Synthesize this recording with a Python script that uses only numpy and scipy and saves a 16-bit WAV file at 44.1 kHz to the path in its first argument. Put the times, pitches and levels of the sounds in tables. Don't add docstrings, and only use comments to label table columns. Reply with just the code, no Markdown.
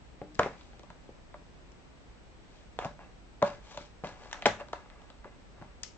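import sys
import numpy as np
from scipy import signal
from scipy.fft import rfft, irfft, next_fast_len
from scipy.io import wavfile
from scipy.ndimage import map_coordinates

SR = 44100
rng = np.random.default_rng(int(sys.argv[2]) if len(sys.argv) > 2 else 0)


def dump(signal):
    limited = np.clip(np.atleast_2d(signal).T, -1, 1)
    pcm = np.round(limited * 32767).astype(np.int16)
    wavfile.write(sys.argv[1], SR, pcm)


N = 263354


def amp(db):
    return 10 ** (np.asarray(db) / 20)


def unit_rms(x):
    return x / np.sqrt(np.mean(x ** 2) + 1e-20)


def curve(points, hz):
    freqs, values = np.transpose(points)
    return np.interp(np.log(hz + 1), np.log(freqs + 1), values)


def wobble(rate):
    return map_coordinates(rng.standard_normal(int(N * rate / SR) + 4), [np.arange(N) * rate / SR])


def filtered(x, response):
    size = next_fast_len(x.shape[-1] + SR // 10)
    return irfft(rfft(x, size) * response(np.fft.rfftfreq(size, 1 / SR)), size)[..., :x.shape[-1]]


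def resonators(modes, hz):
    return sum((-1) ** k * amp(db) * 1j * hz * width / (centre ** 2 - hz ** 2 + 1j * hz * width)
               for k, (centre, width, db) in enumerate(modes))


def stereo(x, correlation):
    angle = lambda hz: np.arccos(np.clip(curve(correlation, hz), -1, 1)) / 2
    mid, side = filtered(x, lambda hz: np.array([np.cos(angle(hz)), np.sin(angle(hz))]))
    return np.array([mid + side, mid - side])


# (frequency [Hz], relative level [dB])
BED_SPECTRUM = [(12, -45), (20, -9), (55, -1.5), (87, -13.5), (103, -11), (257, -15), (331, -16.5),
                (448, -19), (761, -22), (821, -22), (1030, -25), (2430, -29.5), (8400, -42), (10900, -62.5),
                (18500, -120)]
# (frequency [Hz], left-right correlation [-1..1])
BED_CORRELATION = [(60, 0.52), (160, 0.11), (440, 0.3), (1180, 0.14), (3170, -0.14), (8560, 0.21)]
# (frequency [Hz], left minus right [dB])
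BED_PAN = [(60, -0.5), (160, 0), (440, 0.0), (1180, 0.5), (3170, 0.5), (8560, 3)]
def noise_bed(level_db=-54.5, drift_db=0.26):
    colour = lambda hz: amp(curve(BED_SPECTRUM, hz) + np.outer([.5, -.5], curve(BED_PAN, hz)))
    noise = filtered(stereo(rng.standard_normal((2, N)), BED_CORRELATION), colour)
    return amp(level_db + drift_db * wobble(6.5)) * unit_rms(noise)


# (pitch [Hz], rms level [dB])
WHISTLES = [(7827, -86), (8172, -91)]
def camera_whistles():
    return sum(np.sqrt(2) * amp(db) * np.sin(2 * np.pi * hz * np.arange(N) / SR) for hz, db in WHISTLES)


# (time [s], knock [dB], thud [dB], ring [dB], crack [dB],
#             knock pitch [Hz], ring pitch [Hz], blip against the ringing [dB])
NAIL_HITS = [(0.2165, -28.5, -36, -35.5, -57, 483, 1400, -6), (0.347, -67, -71, -59, -45, 440, 1670, -11),
             (0.3529, -68, -54, -53, -40, 513, 1660, -11),
             (0.3916, -19.5, -21.5, -17.5, -24.5, 655, 1470, -10),
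             (0.3952, -9, -28, -9, -42, 623, 1090, 3.5), (0.4327, -45, -37, -21, -56, 700, 1970, -6),
             (0.4613, -21, -35.5, -46, -41, 518, 1410, -3.5),
             (0.6108, -58, -72, -48, -44.5, 500, 1430, -14), (0.7327, -49, -74, -46, -60, 650, 1580, -4),
             (0.7948, -45, -67, -45.5, -47, 546, 1470, -6),
             (0.8335, -46.5, -52, -49.5, -51, 545, 1100, -11.5),
             (0.9029, -43.5, -46, -36.5, -44, 636, 1340, -7.5), (1.0917, -39, -69, -68, -66, 404, 1440, -9),
             (1.3425, -40.5, -63, -37, -75, 620, 1250, -11.5), (1.719, -76, -80, -68, -50, 700, 1680, -3),
             (2.7892, -20.5, -41, -27.5, -29.5, 660, 1194, 5), (2.824, -30.5, -50, -45, -57, 694, 1270, -3),
             (2.8472, -27.5, -43, -36, -30.5, 770, 1130, -8), (2.8547, -28, -31, -35, -42, 630, 1050, -8),
             (2.9921, -43, -72, -43.5, -63, 730, 1260, -6), (3.0621, -48.5, -72, -58, -64, 605, 1280, -6),
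             (3.4188, -24, -34, -32, -59, 640, 1180, -15), (3.4251, -13, -25.5, -16, -23.5, 586, 1130, -13),
             (3.7111, -50, -72, -44, -58, 650, 1330, -12), (3.7454, -45, -54.5, -47, -48, 580, 1170, -13),
             (3.7741, -34.5, -43.5, -32, -32.5, 580, 1280, -12),
             (3.8096, -57, -45, -40, -63, 710, 1420, -8), (4.0383, -26.5, -31, -54, -56, 534, 1200, -4.5),
             (4.045, -28.5, -48, -31.5, -62, 690, 1430, -6),
             (4.0712, -52, -41, -34.5, -37.5, 640, 1280, -6),
             (4.2569, -43, -66, -45, -53, 580, 1300, -14.5),
             (4.3136, -52.5, -63, -36.5, -39, 694, 1630, -8),
             (4.3291, -53, -62, -24.5, -26.5, 700, 1630, 2), (4.3445, -52, -49.5, -35, -55, 580, 1500, -10),
             (4.3904, -47, -63, -46, -55, 610, 1250, -3),
             (4.4228, -36.5, -58, -27.5, -36, 780, 2270, -16.5),
             (4.4568, -12.5, -29.5, -10.5, -45, 683, 1710, -7),
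             (4.4584, -24.5, -38.5, -11, -24, 650, 1890, -7.5),
             (4.4628, -12, -26, -13.5, -16, 574, 1350, -10.5),
             (4.6011, -50, -64, -35.5, -62.5, 644, 1420, -7),
             (4.6097, -34, -52, -33.5, -59, 600, 1480, -11), (4.685, -48.5, -71, -44, -47, 593, 1360, -11),
             (4.7308, -41.5, -60, -34, -33, 600, 1510, -14), (4.7336, -28.5, -47, -26, -37.5, 665, 980, 3),
             (4.9011, -54, -71, -40.5, -63, 557, 1910, -3), (5.0182, -52.5, -64, -49, -49, 680, 1530, -10),
             (5.1017, -47.5, -67, -42, -45, 596, 1430, -7.5), (5.245, -70, -51, -38.5, -65, 720, 1300, -16),
             (5.2561, -40, -57, -67, -63, 490, 1120, -5), (5.6148, -46, -40, -43.5, -59, 535, 1180, -6.5),
             (5.6232, -40.5, -50, -40, -49, 688, 1080, -5.5), (5.8332, -49, -63, -39, -25, 601, 1890, -5),
             (5.8365, -64, -67, -41, -39, 601, 1870, -2)]
def nail_picks(rise_s=0.00047, send_db=1.5):
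    size = SR // 8
    t = np.arange(size) / SR
    push = t == 0
    direct, reverb = np.zeros(N + SR), np.zeros((2, N + SR))
    for time_s, *layers_db, knock_hz, ring_hz, blip_db in NAIL_HITS:
        ring_db, crack_db = layers_db[2:]
        contact_s = np.clip(0.004 + 0.012 * amp(crack_db + 23), 3e-4, .1)
        chatter = (1 - np.exp(-t / rise_s)) * amp(-60 * t / contact_s) * rng.standard_normal(size)
        crack_hz = 3670 * 2 ** (0.69 * np.clip((crack_db - ring_db) / 11.5, 0, 1))
        close, sends = hit_layers(push, chatter, knock_hz, ring_hz, crack_hz, blip_db)
        start = round(time_s * SR)
        direct[start:start + size] += amp(layers_db) @ close
        tail = amp(send_db) * room_reverb(amp(layers_db) @ sends, size=2 * size)
        reverb[:, start:start + tail.shape[1]] += tail
    return direct[:N], reverb[:, :N]


# (pitch [Hz], bandwidth [Hz], level [dB])
BOX_MODES = [(405, 100, -8.5), (581, 26, 5), (730, 58, -5.5), (839, 31, 2.5), (966, 95, -5.5),
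             (1170, 75, -6.5), (1360, 310, -19), (1680, 35, -7.5), (2035, 52, -13), (2704, 80, -15.5)]
# (pitch [Hz], bandwidth [Hz], level [dB])
TABLE_MODES = [(113.3, 22, -11), (206, 38, -6), (298, 56, -6.5)]
# (pitch [Hz], bandwidth [Hz], level [dB])
NAIL_MODES = [(2510, 1800, 0), (4070, 1570, -4), (5320, 1700, -8), (7700, 2400, -16.5)]
def hit_layers(push, chatter, knock_hz, ring_hz, crack_hz, blip_db):
    low_panels = [mode for mode in BOX_MODES if mode[0] < 900]
    high_panels = [mode for mode in BOX_MODES if mode[0] >= 900]
    # (modes, focus [Hz], high cut [x focus], low cut [x focus], slope [dB/oct], chatter gain, blip [dB])
    layers = ((low_panels, knock_hz, 2.6, .3, 15, .08, blip_db),
              (TABLE_MODES, 190, 2.8, .25, 15, .1, blip_db),
              (high_panels, ring_hz, 2.1, .45, 15, .2, blip_db - 5),
              (NAIL_MODES, crack_hz, 3.2, .45, 7, .7, -24))
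    close, sends = [], []
    for modes, focus_hz, high_cut, low_cut, slope, chatter_gain, jump_db in layers:
        spot = [(hz, width, db - slope * abs(np.log2(hz / focus_hz)) + 1.9 * rng.standard_normal())
                for hz, width, db in modes]
        blip = [(focus_hz, 0.76 * focus_hz, jump_db)]

        def response(hz):
            jw = 1j * hz / focus_hz
            fingertip = jw / (low_cut + jw) / (1 + jw / high_cut) ** 3
            return (resonators(spot, hz) + resonators(blip, hz)) * fingertip

        rough, smooth = filtered(np.array([push + chatter_gain * chatter, push]), response)
        close.append(rough / np.abs(rough).max())
        sends.append(smooth * np.linalg.norm(close[-1]) / np.linalg.norm(smooth))
    return np.array(close), np.array(sends)


# (frequency [Hz], time to fall 60 dB [s])
ROOM_DECAY = [(100, 0.57), (300, 0.3), (700, 0.22), (1800, 0.29), (5000, 0.26), (9000, 0.35)]
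# (frequency [Hz], left-right correlation [-1..1])
ROOM_CORRELATION = [(100, 0.92), (500, 0.99), (1500, 0.33), (4000, 0.23)]
def room_reverb(x, size, attack_s=0.00067):
    hz, t, spectra = signal.stft(rng.standard_normal((2, size)), SR, nperseg=256)
    decay = amp(-60 * t / curve(ROOM_DECAY, hz)[:, None])
    tail = signal.istft(spectra * decay, SR, nperseg=256)[1][:, :size]
    fade_in = 1 - np.exp(-np.arange(size) / SR / attack_s)
    tail = stereo(tail * fade_in, ROOM_CORRELATION)
    return signal.fftconvolve(x[None], tail / np.linalg.norm(tail[0]), axes=1)


def low_tone(start_s=.22, length_s=.15, attack_s=.007, release_s=.02, pitch_hz=304, level_db=-58):
    t = np.arange(N) / SR - start_s
    gate = np.interp(t, [0, attack_s, length_s - release_s, length_s], [0, 1, 1, 0])
    return np.sqrt(2) * gate * amp(level_db) * np.sin(2 * np.pi * pitch_hz * t)


# (start [s], peak [s], end [s], body [dB], hiss [dB])
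STROKES = [(0.424, 0.43, 0.62, -45.5, -58.5), (0.54, 0.59, 1.08, -71, -68.5),
           (2.422, 2.574, 2.74, -68, -67), (2.775, 2.81, 2.95, -45.5, -60), (2.983, 3.008, 3.134, -53, -81),
           (3.445, 3.438, 3.615, -42, -51), (3.575, 3.718, 3.88, -55.5, -56),
           (3.742, 3.813, 3.94, -60, -58.5), (4.031, 4.044, 4.25, -47.5, -57),
           (4.166, 4.225, 4.55, -54.5, -62), (4.33, 4.345, 5, -58, -81.5),
           (4.581, 4.606, 4.64, -45.5, -57.5), (4.744, 4.75, 4.92, -52.5, -65.5),
           (4.832, 4.962, 5.28, -59.5, -78), (5.058, 5.096, 5.07, -53.5, -74),
           (5.234, 5.242, 5.41, -57, -89), (5.54, 5.59, 5.86, -61.5, -77)]
# (frequency [Hz], relative level [dB])
SKIN_SPECTRUM = [(1060, -35.5), (1800, -19), (2080, -20), (2320, -4.5), (3860, -8), (6660, -15),
                 (8800, -23), (11400, -75.5), (19400, -120)]
def finger_rubs():
    def damped_box(hz):
        panels = resonators(BOX_MODES, hz)
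        return panels / (np.abs(panels) + 0.087) ** 0.74

    grains = rng.standard_normal(N) * amp(2.5 * wobble(300) + 1.2 * wobble(60))
    body = unit_rms(filtered(grains, damped_box))
    hiss = unit_rms(filtered(grains, lambda hz: amp(curve(SKIN_SPECTRUM, hz))))
    out = np.zeros(N)
    for start, peak, end, body_db, hiss_db in STROKES:
        swell = np.interp(np.arange(N) / SR, [start, peak, end], [0, 1, 0]) ** 1.72
        out += swell * (amp(body_db) * body + amp(hiss_db) * hiss)
    return out


# (frequency [Hz], gain [dB])
REVERB_EQ = [(100, -9), (400, -9), (1000, -4.5), (2500, -6), (5000, -5), (8500, -9)]
# (frequency [Hz], left minus right [dB])
PORT_PAN = [(100, 1.5), (500, 1.5), (1200, 1.7), (2500, -1.5), (4500, 6.5), (8000, 13.5)]
def microphone_ports(direct, reverb, right_lag_s=.00009):
    sides = np.array([[.5], [-.5]])
    close = filtered(np.array([direct, direct]), lambda hz: np.exp(2j * np.pi * hz * sides * right_lag_s))
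    wet = filtered(reverb, lambda hz: amp(curve(REVERB_EQ, hz)))
    return filtered(close + wet, lambda hz: amp(sides * curve(PORT_PAN, hz)))


def scene():
    picks, pick_reverb = nail_picks()
    sustained = low_tone() + finger_rubs()
    reverb = pick_reverb + room_reverb(sustained, size=SR // 4)[:, :N]
    return microphone_ports(picks + sustained, reverb) + noise_bed()


# (frequency [Hz], gain [dB])
CAMERA_EQ = [(7000, 1), (8000, -2.5), (8500, -13), (8900, -23.5)]
BAND_LIMIT_HZ = 8900
def record(dry):
    heard = filtered(dry, lambda hz: amp(curve(CAMERA_EQ, hz))) + camera_whistles()
    return filtered(heard, lambda hz: hz < BAND_LIMIT_HZ)


dry = scene()
out = record(dry)
dump(out)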